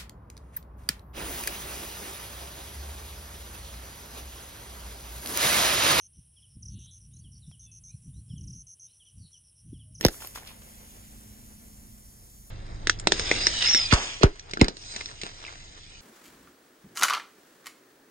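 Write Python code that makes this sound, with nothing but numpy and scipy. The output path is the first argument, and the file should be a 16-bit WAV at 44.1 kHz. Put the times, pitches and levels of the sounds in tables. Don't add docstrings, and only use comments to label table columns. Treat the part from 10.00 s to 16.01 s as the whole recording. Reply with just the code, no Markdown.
import sys
import numpy as np
from scipy import signal
from scipy.fft import rfft, irfft, next_fast_len
from scipy.io import wavfile
from scipy.ndimage import uniform_filter1d, map_coordinates

SR = 44100
rng = np.random.default_rng(int(sys.argv[2]) if len(sys.argv) > 2 else 0)


def pcm_store(signal):
    levels = np.round(np.clip(np.atleast_2d(signal), -1, 1) * 32767)
    wavfile.write(sys.argv[1], SR, levels.astype(np.int16).T)


N = 265041
T = np.arange(N) / SR
SWITCH_S = 2.502

# f/Hz, level/dB
CRACK_SPECTRUM = [(150, -35.5), (700, -35.5), (1500, -1), (2500, -2.5), (5000, 2.5), (7000, -5.5),
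                  (9000, -9.5), (13000, -7), (16000, -9)]
KNOCK_SPECTRUM = [(60, -18), (200, 4), (450, -1), (900, -6), (1500, -23), (4000, -39.5)]
# t/s, level/dB, knock gain/dB, ring f/Hz, ring gain/dB, t60/s
CASE_SNAPS = [(.01, -11, -25, 6500, -4, 0.0089), (0.0283, -22.5, -17.5, 2466, 5, .007),
              (.039, -27, -6.5, 5000, 3, .008), (0.049, 2.5, -26, 3830, -20, 0.0093),
              (0.0641, 2, -28, 2570, -15, 0.0062), (0.0837, -5.5, -23, 1320, -7, 0.0079),
              (0.272, -29.5, -47, 12350, 16, 0.0088), (0.358, -23, -33, 1000, 0, 0.011),
              (.474, -31, -45, 4590, -1.5, 0.012), (2.871, -3, -29.5, 1680, 1.5, .01),
              (2.8962, 2, -35.5, 1530, 6, 0.011), (2.989, -33.5, -50, 5170, 15, 0.013),
              (2.998, -19, -51, 7130, 11, 0.0085), (3.0714, 3.5, -21, 645, -3, 0.011),
              (3.1206, 5.5, -26, 4270, -6, 0.0092), (3.1956, -1.5, -29.5, 1950, -4, .0085),
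              (3.3138, -5.5, -15, 2070, 13, 0.011), (3.4681, -3, -25, 5260, 14, 0.013),
              (3.469, -6.5, -30.5, 1810, 9.5, 0.009), (3.624, -8.5, -37, 3100, 8.5, 0.0088),
              (3.7468, 1, -30.5, 1710, 2, 0.0085), (3.9252, -0.5, -17.5, 1320, 8, 0.013),
              (3.935, -7.5, -39.5, 1110, 5.5, 0.045), (4.212, -28.5, -2, 1200, -1, 0.0099),
              (4.594, -30.5, -6, 284, 16.5, 0.013), (4.2369, -16, -16, 398, 22.5, 0.017),
              (4.233, -0.5, -14.5, 1175, 11.5, 0.0097), (4.6129, 4, -21, 2170, 6.5, 0.0088),
              (4.616, -10.5, -20, 960, 15, 0.0087), (4.395, -21.5, -43, 5750, 6, 0.011),
              (4.511, -24.5, -26, 4870, 6.5, 0.018), (4.535, -15, -20, 2200, 6.5, 0.013),
              (4.572, -25, -10, 1390, 19.5, 0.013), (4.644, -8, -28, 2150, -3, 0.012),
              (4.683, -5.5, -17, 4980, 2.5, 0.011), (4.7688, -19.5, -28.5, 2600, -13, 0.0084),
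              (4.962, -17, -19.5, 2020, -4, 0.016), (5.088, -30.5, -35, 1900, 8, .012),
              (5.418, -41, -30, 1100, 8, 0.009), (5.008, -27.5, -26, 2130, 10, 0.021),
              (5.058, -20.5, -29, 5210, 9.5, 0.014), (5.113, -27, -37, 1320, 5, 0.0089),
              (5.214, -25.5, -38, 2200, 0.5, 0.039), (5.2341, -16, -19, 2780, 4, 0.011),
              (5.45, -39, -44, 2420, 25.5, 0.0078), (5.465, -35.5, -25, 2610, 19, 0.0087),
              (5.48, -39.5, -35, 2100, 19, 0.022)]
def snaps():
    out, t = np.zeros((2, N)), np.arange(SR // 8) / SR
    knock_hz = 898 / (1 + t / .002)
    push = np.sin(phase_of(knock_hz)) * strike(t, attack_s=.001, t60_s=.025)
    for start_s, db, knock_db, ring_hz, ring_db, t60_s in CASE_SNAPS:
        crack = noise(CRACK_SPECTRUM, len(t)) * strike(t, .0015, t60_s)
        modes = np.sin(2 * np.pi * ring_hz * t) + amp(-3.5) * np.sin(2 * np.pi * ring_hz * 1.12 * t)
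        shell = amp(ring_db - 10) * modes * strike(t, .00061, t60_s)
        thud = noise(KNOCK_SPECTRUM, len(t)) * strike(t, .00054, .019)
        knock = amp(6.5) * push + amp(6) * thud + amp(-22) * wheel_hollow(t)
        add(out, start_s, amp(db) * (crack + shell + amp(knock_db) * knock))
    return underbody(out, wet_db=-8.5, echo_s=.0047, echo_db=-31.5)


SWISH_LEVELS_DB = [-36.5, -21.5, -28.5, -34]
# t/s, thump level/dB, start f/Hz, dive/s, swell/s, thump t60/s,
# puff gain/dB, puff t60/s, wheel f/Hz, wheel level/dB
TANK_BURSTS = [(0.0504, -4, 785, 0.0031, 0.00018, 0.079, -28.5, 0.05, 522, -24.5),
               (3.926, 6.5, 812, 0.0026, 0.014, 0.08, -30.5, 0.43, 347, -30.5),
               (4.2347, 6, 1002, .0026, 0.0091, 0.11, -26.5, 0.15, 394, -14),
               (4.6159, 0.5, 1026, .002, 0.0024, 0.097, -34.5, 0.25, 254.6, -13)]
def bursts():
    out, t = np.zeros((2, N)), np.arange(SR // 3) / SR
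    emptying = np.clip((t[-1] - t) / .029, 0, 1)
    surge_hz, swish_s = 32, .024
    for tank, swish_db in zip(TANK_BURSTS, SWISH_LEVELS_DB):
        start_s, db, start_hz, dive_s, swell_s, t60_s, puff_db, puff_t60_s, wheel_hz, wheel_db = tank
        thump_hz = start_hz / (1 + t / dive_s) ** 1.303
        thump = amp(db) * np.sin(phase_of(thump_hz)) * strike(t, swell_s, t60_s)
        puff = amp(puff_db + 9.5) * noise(PUFF_SPECTRUM, len(t)) * strike(t, .0014, puff_t60_s)
        ring = np.sin(2 * np.pi * wheel_hz * t + .49 * wobble(130)[:len(t)]) * strike(t, .0026, .1)
        wheel = amp(1.5) * ring + amp(-8) * wheel_hollow(t)
        surge = amp(db - 24.5) * np.sin(2 * np.pi * surge_hz * t) * strike(t, .02, .22)
        add(out, start_s, thump + surge + puff * emptying + amp(wheel_db) * wheel)
        swish = 2 * noise(RUSH_SPECTRUM, len(t)) * (t < swish_s) * t / swish_s
        add(out, start_s - swish_s, swish * amp([[swish_db - 17], [swish_db]]))
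    return out


# f/Hz, level/dB
HOLLOW_SPECTRUM = [(120, -10), (210, -1.5), (270, -4), (380, 8.5), (520, -9), (830, -6), (1400, -46)]
def wheel_hollow(t):
    return 2 * noise(HOLLOW_SPECTRUM, len(t)) * strike(t, attack_s=.0012, t60_s=.12)


# f/Hz, level/dB
PUFF_SPECTRUM = [(80, -4.5), (300, 4.5), (700, 9), (1500, 8.5), (3500, -2.5), (6000, -9), (9000, -27),
                 (15000, -26)]
RUSH_SPECTRUM = [(400, -9), (1200, -5.5), (2100, 7), (3300, 7.5), (4300, 3.5), (6000, -9.5), (10000, -53.5)]
FIZZ_SPECTRA = [
    [(1500, -26.5), (2500, -20.5), (4200, -10), (5400, -7.5), (7500, -1.5), (9300, -1.5), (12000, -4.5),
     (14300, -4), (15500, -8.5)],
    [(2500, 0.9), (4200, 9.5), (5200, 11.1), (6500, 7.5), (8400, 1.6)],
]
UNEVENNESS = [.4, .9]
# rush level/dB, fizz level/dB
LEAK_LEVELS_DB = [(-80.5, -55), (-60, -57.5)]
# t/s, rise/s, hold/s, fall/(dB/s), rush level/dB, fizz level/dB
GAS_JETS = [(0.086, 0.04, 0.013, 92, -61.5, -42), (0.198, 0.013, 0.021, 96, -57, -45),
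            (0.345, 0.0074, 0.0053, 252, -51, -43.5), (0.453, 0.022, 0.0077, 194, -49, -52.5),
            (.5, 0.16, 0.26, 10.5, -62.5, -56.5), (2.914, 0.012, 0.0041, 356, -44.5, -51),
            (3.089, 0.056, 0.04, 64, -36.5, -32.5), (3.205, 0.11, 0.45, 47.5, -33.5, -31.5),
            (3.607, 0.012, 0.028, 82, -29.5, -36.5), (3.901, 0.029, 0.053, 75, -31, -29),
            (4.671, 0.27, 0.026, 72, -53, -39.5), (5.117, 0.069, 0.44, 2, -57.5, -51.5)]
def gas(spot):
    powers = amp(LEAK_LEVELS_DB[spot])[:, None] ** 2 * np.ones(N)
    for start_s, rise_s, hold_s, fall_db_per_s, rush_db, fizz_db in GAS_JETS:
        if (start_s > SWITCH_S) == spot:
            powers += (amp([[rush_db], [fizz_db]]) * held(start_s, rise_s, hold_s, fall_db_per_s)) ** 2
    rush_gain, fizz_gain = np.sqrt(powers)
    sputter_db = 2.44 * UNEVENNESS[spot] * wobble(260)
    resonance_db = 4 * UNEVENNESS[spot]
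    rush = amp(sputter_db) * crack_resonances(noise(RUSH_SPECTRUM), resonance_db)
    fizz = amp(.5 * sputter_db) * crack_resonances(noise(FIZZ_SPECTRA[spot]), resonance_db)
    return reflections(rush_gain * rush + fizz_gain * fizz)


def crack_resonances(x, depth_db):
    bins = signal.stft(x, nperseg=1024)[2]
    patches = uniform_filter1d(rng.standard_normal(bins.shape[1:]), size=3, axis=0)
    patches = unit(uniform_filter1d(patches, size=9, axis=1))
    return unit(signal.istft(bins * amp(depth_db * patches), nperseg=1024)[1][:, :N])


# t/s, f/Hz, level/dB, roughness (0 tone, 1 and up noise)
WHISTLE_PATH = [(3.358, 4630, -43, 0.7), (3.448, 4950, -27.5, 0.9), (3.531, 4860, -50, 0.5),
                (3.645, 4930, -32, 1.1), (3.659, 5120, -23.5, 0.2), (3.685, 5300, -21.5, 0.4),
                (3.711, 5630, -21.5, 0.8), (3.74, 5530, -22.5, 0.1), (3.76, 5460, -18, 0),
                (3.807, 5080, -27, 0.1), (3.84, 5010, -30.5, 0.1), (3.872, 4810, -34, .4)]
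def whistle():
    times_s, *columns = np.transpose(WHISTLE_PATH)
    pitch_hz, db, roughness = (np.interp(T, times_s, column) for column in columns)
    roughness = np.clip(roughness, 0, 1)
    phase = phase_of(pitch_hz * (1 + .014 * wobble(90)))
    band = unit(wobble(900) * np.cos(phase) + wobble(900) * np.sin(phase))
    tone = np.sqrt(2) * np.sin(phase) * amp(3 * wobble(200))
    blowing = np.clip(np.minimum(T - times_s[0], times_s[-1] - T) / .01 + 1, 0, 1)
    return blowing * amp(db) * (np.sqrt(1 - roughness) * tone + np.sqrt(roughness) * band)


# f/Hz, level/dB
GRIT_SPECTRUM = [(100, -10.5), (300, 9.5), (600, 11.5), (1100, 13), (2100, 8.5), (3500, 9.5), (6000, 3.5),
                 (15000, -8)]
# t/s, level/dB, width/s
CRUNCH_CLUMPS = [(0.133, -48, 0.02), (0.227, -43.5, 0.024), (0.375, -43, 0.019), (0.461, -49.5, 0.049),
                 (0.621, -46, 0.0051), (3.632, -47, 0.0036), (4.36, -45.5, 0.01), (4.497, -47, 0.0077),
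                 (4.973, -40, 0.04), (5.113, -47, 0.032), (5.268, -36.5, 0.021), (5.47, -42.5, 0.073),
                 (5.772, -47, 0.0135)]
def crunch():
    envelope = sum(amp(db) * swell(peak_s, width_s) for peak_s, db, width_s in CRUNCH_CLUMPS)
    grains_per_s, spread_db = 900, 8
    grains = (rng.random((2, N)) < grains_per_s / SR) * rng.choice([-1, 1], (2, N))
    grit = coloured(grains * amp(spread_db * rng.standard_normal((2, N))), GRIT_SPECTRUM)
    splinters, t = np.zeros((2, N)), np.arange(SR // 100) / SR
    for when, up, down, size, side in rng.random((900, 5)):
        hz = 2200 * 2 ** (1.8 * (up - down))
        tick = amp(22 * size) * np.sin(2 * np.pi * hz * t) * strike(t, .00007, 11 / hz)
        add(splinters, when * N / SR, tick * np.array([[1 + side], [2 - side]]))
    return envelope * (amp(-3.5) * grit + amp(-9.5) * unit(splinters))


# f/Hz, level/dB
RUMBLE_SPECTRUM = [(12, -14), (25, 1), (55, 2), (110, 1), (200, -10), (400, -21.5), (900, -64.5)]
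TYRE_SPECTRUM = [(80, -17), (200, -2.5), (350, 2), (700, 1.5), (1200, -3.5), (2200, -5.5), (5000, -76)]
# multiple of firing rate, level/dB at spot 0, level/dB at spot 1
ENGINE_ORDERS = [(1, -11.5, 3), (2, -1.5, -8.5), (3, -21.5, -21), (4, -11, -5.5), (6, -15.5, -44),
                 (8, -6.5, -43), (9, -10.5, -55), (11, -17, -25), (12, -25, -17.5)]
# engine level/dB, tyre start level/dB, tyre fade/(dB/s)
CAR_MIX = [(-55.5, -56.5, 4.5), (-55.5, -50, 3)]
def car(spot):
    engine_db, tyre_db, fade_db_per_s = CAR_MIX[spot]
    pull = held(start_s=.13, rise_s=1.293, hold_s=.503, fall_db_per_s=91)
    firing_hz = (25.6 + .8 * pull) * (1 + .005 * wobble(3))
    phase = phase_of(firing_hz)
    drone = 1 if spot else amp(-5) + amp(1) * pull
    hum = np.zeros(N)
    for order, *levels_db in ENGINE_ORDERS:
        gain = (1 if order == 2 else drone) * amp(levels_db[spot] + 2.2 * wobble(19))
        hum += gain * np.sin(order * phase + rng.uniform(0, 2 * np.pi))
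    engine_gain = amp(engine_db)
    tyre_gain = amp(tyre_db - fade_db_per_s * (T - spot * SWITCH_S))
    if spot == 1:
        engine_gain += amp(-44) * swell(peak_s=2.93, width_s=.57)
        tyre_gain += amp(-42) * swell(peak_s=3.31, width_s=.16)
    engine = engine_gain * (amp(1.5) * hum + noise(RUMBLE_SPECTRUM))
    tyre = tyre_gain * amp(1.5 * wobble(23)) * noise(TYRE_SPECTRUM)
    return engine + tyre


# f/Hz, t60/s
UNDERBODY_DECAY = [(100, 0.18), (300, 0.23), (1000, 0.028), (4000, 0.11), (12000, 0.055)]
def underbody(x, wet_db, echo_s, echo_db):
    hz, t, bins = signal.stft(rng.standard_normal((2, SR // 4)), SR, nperseg=256)
    decay = amp(-60 * t / along(UNDERBODY_DECAY, hz)[:, None])
    tail = signal.istft(bins * decay, SR, nperseg=256)[1]
    tail = coloured(tail, [(100, .0028), (10000, .0081)])
    response = amp(wet_db) * tail / np.linalg.norm(tail[0])
    response[:, round(echo_s * SR)] += amp(echo_db)
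    return x + signal.fftconvolve(x, response, axes=1)[:, :x.shape[-1]]


# delay/ms, level/dB
NEAR_ECHOES = [(1.3, -48), (2.9, -22), (4.4, -26.5), (6.6, -21), (9.3, -12)]
def reflections(x):
    echoes = lambda hz: sum(amp(db) * np.exp(-2j * np.pi * hz * ms / 1000) for ms, db in NEAR_ECHOES)
    return filtered(x, lambda hz: 1 + echoes(hz))


# band limit f/Hz, split f/Hz, right treble lag/ms
MIC_PAIRS = [(15800, 5600, -.3), (8750, 3900, -.59)]
def mic_pair(x, lag_ms, spot):
    _, split_hz, treble_lag_ms = MIC_PAIRS[spot]
    treble_share = lambda hz: 1 / (1 + (split_hz / (hz + 1)) ** 40)
    treble_shift = lambda hz: np.exp(1j * np.pi * hz * treble_lag_ms / 1000 * np.array([[1], [-1]]))
    treble = filtered(x, lambda hz: np.sqrt(treble_share(hz)) * treble_shift(hz))
    left, right = filtered(x, lambda hz: np.sqrt(1 - treble_share(hz)))
    half_lag_s = lag_ms / 2000
    return treble + np.array([np.interp(T + half_lag_s, T, left), np.interp(T - half_lag_s, T, right)])


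# f/Hz, left-right correlation
COHERENCE = [(100, 0.95), (400, 0.86), (1200, 0.56), (3000, 0.28), (4300, 0.76), (5600, 0.96)]
def coloured(pair, spectrum):
    turn = lambda hz: np.arccos(np.clip(along(COHERENCE, hz), -1, 1)) / 2
    mid, side = filtered(pair, lambda hz: amp(along(spectrum, hz)) * [np.cos(turn(hz)), np.sin(turn(hz))])
    return unit(np.array([mid + side, mid - side]))


def noise(spectrum, size=N):
    return coloured(rng.standard_normal((2, size)), spectrum)


def filtered(x, response):
    size = x.shape[-1]
    padded = next_fast_len(size + 8192)
    return irfft(rfft(x, padded) * response(np.fft.rfftfreq(padded, 1 / SR)), padded)[..., :size]


def wobble(knots_per_s):
    knots = rng.standard_normal(int(N * knots_per_s / SR) + 4)
    steps = np.arange(8 * len(knots)) / 8
    return np.interp(T * knots_per_s, steps, map_coordinates(knots, [steps]))


def strike(t, attack_s, t60_s):
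    return (1 - np.exp(-t / attack_s)) * amp(-60 * t / t60_s)


def swell(peak_s, width_s):
    return np.exp(-.5 * ((T - peak_s) / width_s) ** 2)


def held(start_s, rise_s, hold_s, fall_db_per_s):
    falling_s = np.maximum(T - start_s - rise_s - hold_s, 0)
    return np.clip((T - start_s) / rise_s, 0, 1) * amp(-fall_db_per_s * falling_s)


def add(track, start_s, sound):
    rest = track[:, max(round(start_s * SR), 0):]
    rest[:, :sound.shape[-1]] += sound[..., :rest.shape[-1]]


def phase_of(hz):
    return 2 * np.pi * np.cumsum(hz) / SR


def amp(db):
    return 10 ** (np.asarray(db) / 20)


def unit(x):
    return x / np.sqrt(np.mean(x ** 2) + 1e-20)


def along(points, hz):
    points_hz, values = np.transpose(points)
    return np.interp(np.log(hz + 1), np.log(points_hz + 1), values)


# t/s, right lag/ms
CRUSH_PATHS = [
    [(0, .09), (.5, .14)],
    [(3.3, -.01), (3.89, -.07), (3.92, .18), (4.15, .18), (4.24, .29), (4.62, .38), (4.9, .43)],
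]
# f/Hz, left minus right level/dB
BALANCE = [(60, -1.5), (150, -1), (300, -0.5), (600, 2.5), (1200, 1.5), (2400, -2), (4200, -1),
           (5600, -0.5)]
def scene():
    crushing = snaps() + bursts() + reflections(crunch()) + whistle()
    lag_ms = [np.interp(T, *np.transpose(path)) for path in CRUSH_PATHS]
    first = mic_pair(crushing, lag_ms[0], spot=0) + mic_pair(gas(0) + car(0), lag_ms=.41, spot=0)
    second = mic_pair(crushing + gas(1), lag_ms[1], spot=1) + mic_pair(car(1), lag_ms=.49, spot=1)
    mix = np.where(T < SWITCH_S, first, second)
    return filtered(mix, lambda hz: amp(along(BALANCE, hz) * [[.5], [-.5]]))


def gain_control(x, threshold_db=-18, slope=.45, smooth_s=.015, recover_db_per_s=25):
    power = uniform_filter1d(np.mean(x ** 2, axis=0), size=SR // 100)
    excess_db = np.maximum(10 * np.log10(np.abs(power) + 1e-12) - threshold_db, 0)
    recovered_db = recover_db_per_s * T
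    duck_db = np.maximum.accumulate(slope * excess_db + recovered_db) - recovered_db
    step = 1 / (smooth_s * SR)
    return x * amp(-signal.lfilter([step], [1, step - 1], duck_db))


def band_limit(x, top_hz):
    leak = lambda hz: amp(-44) / (1 + (hz / 11500) ** 10)
    return filtered(x, lambda hz: (1 / (1 + (hz / top_hz) ** 130) + leak(hz)) * (hz < 16100))


def record(dry):
    ducked = gain_control(dry)
    rounded = ducked / (1 + np.abs(ducked / .9) ** 8) ** (1 / 8)
    first, second = (band_limit(rounded, top_hz) for top_hz, _, _ in MIC_PAIRS)
    return np.where(T < SWITCH_S, first, second)


dry = scene()
out = record(dry)
pcm_store(out)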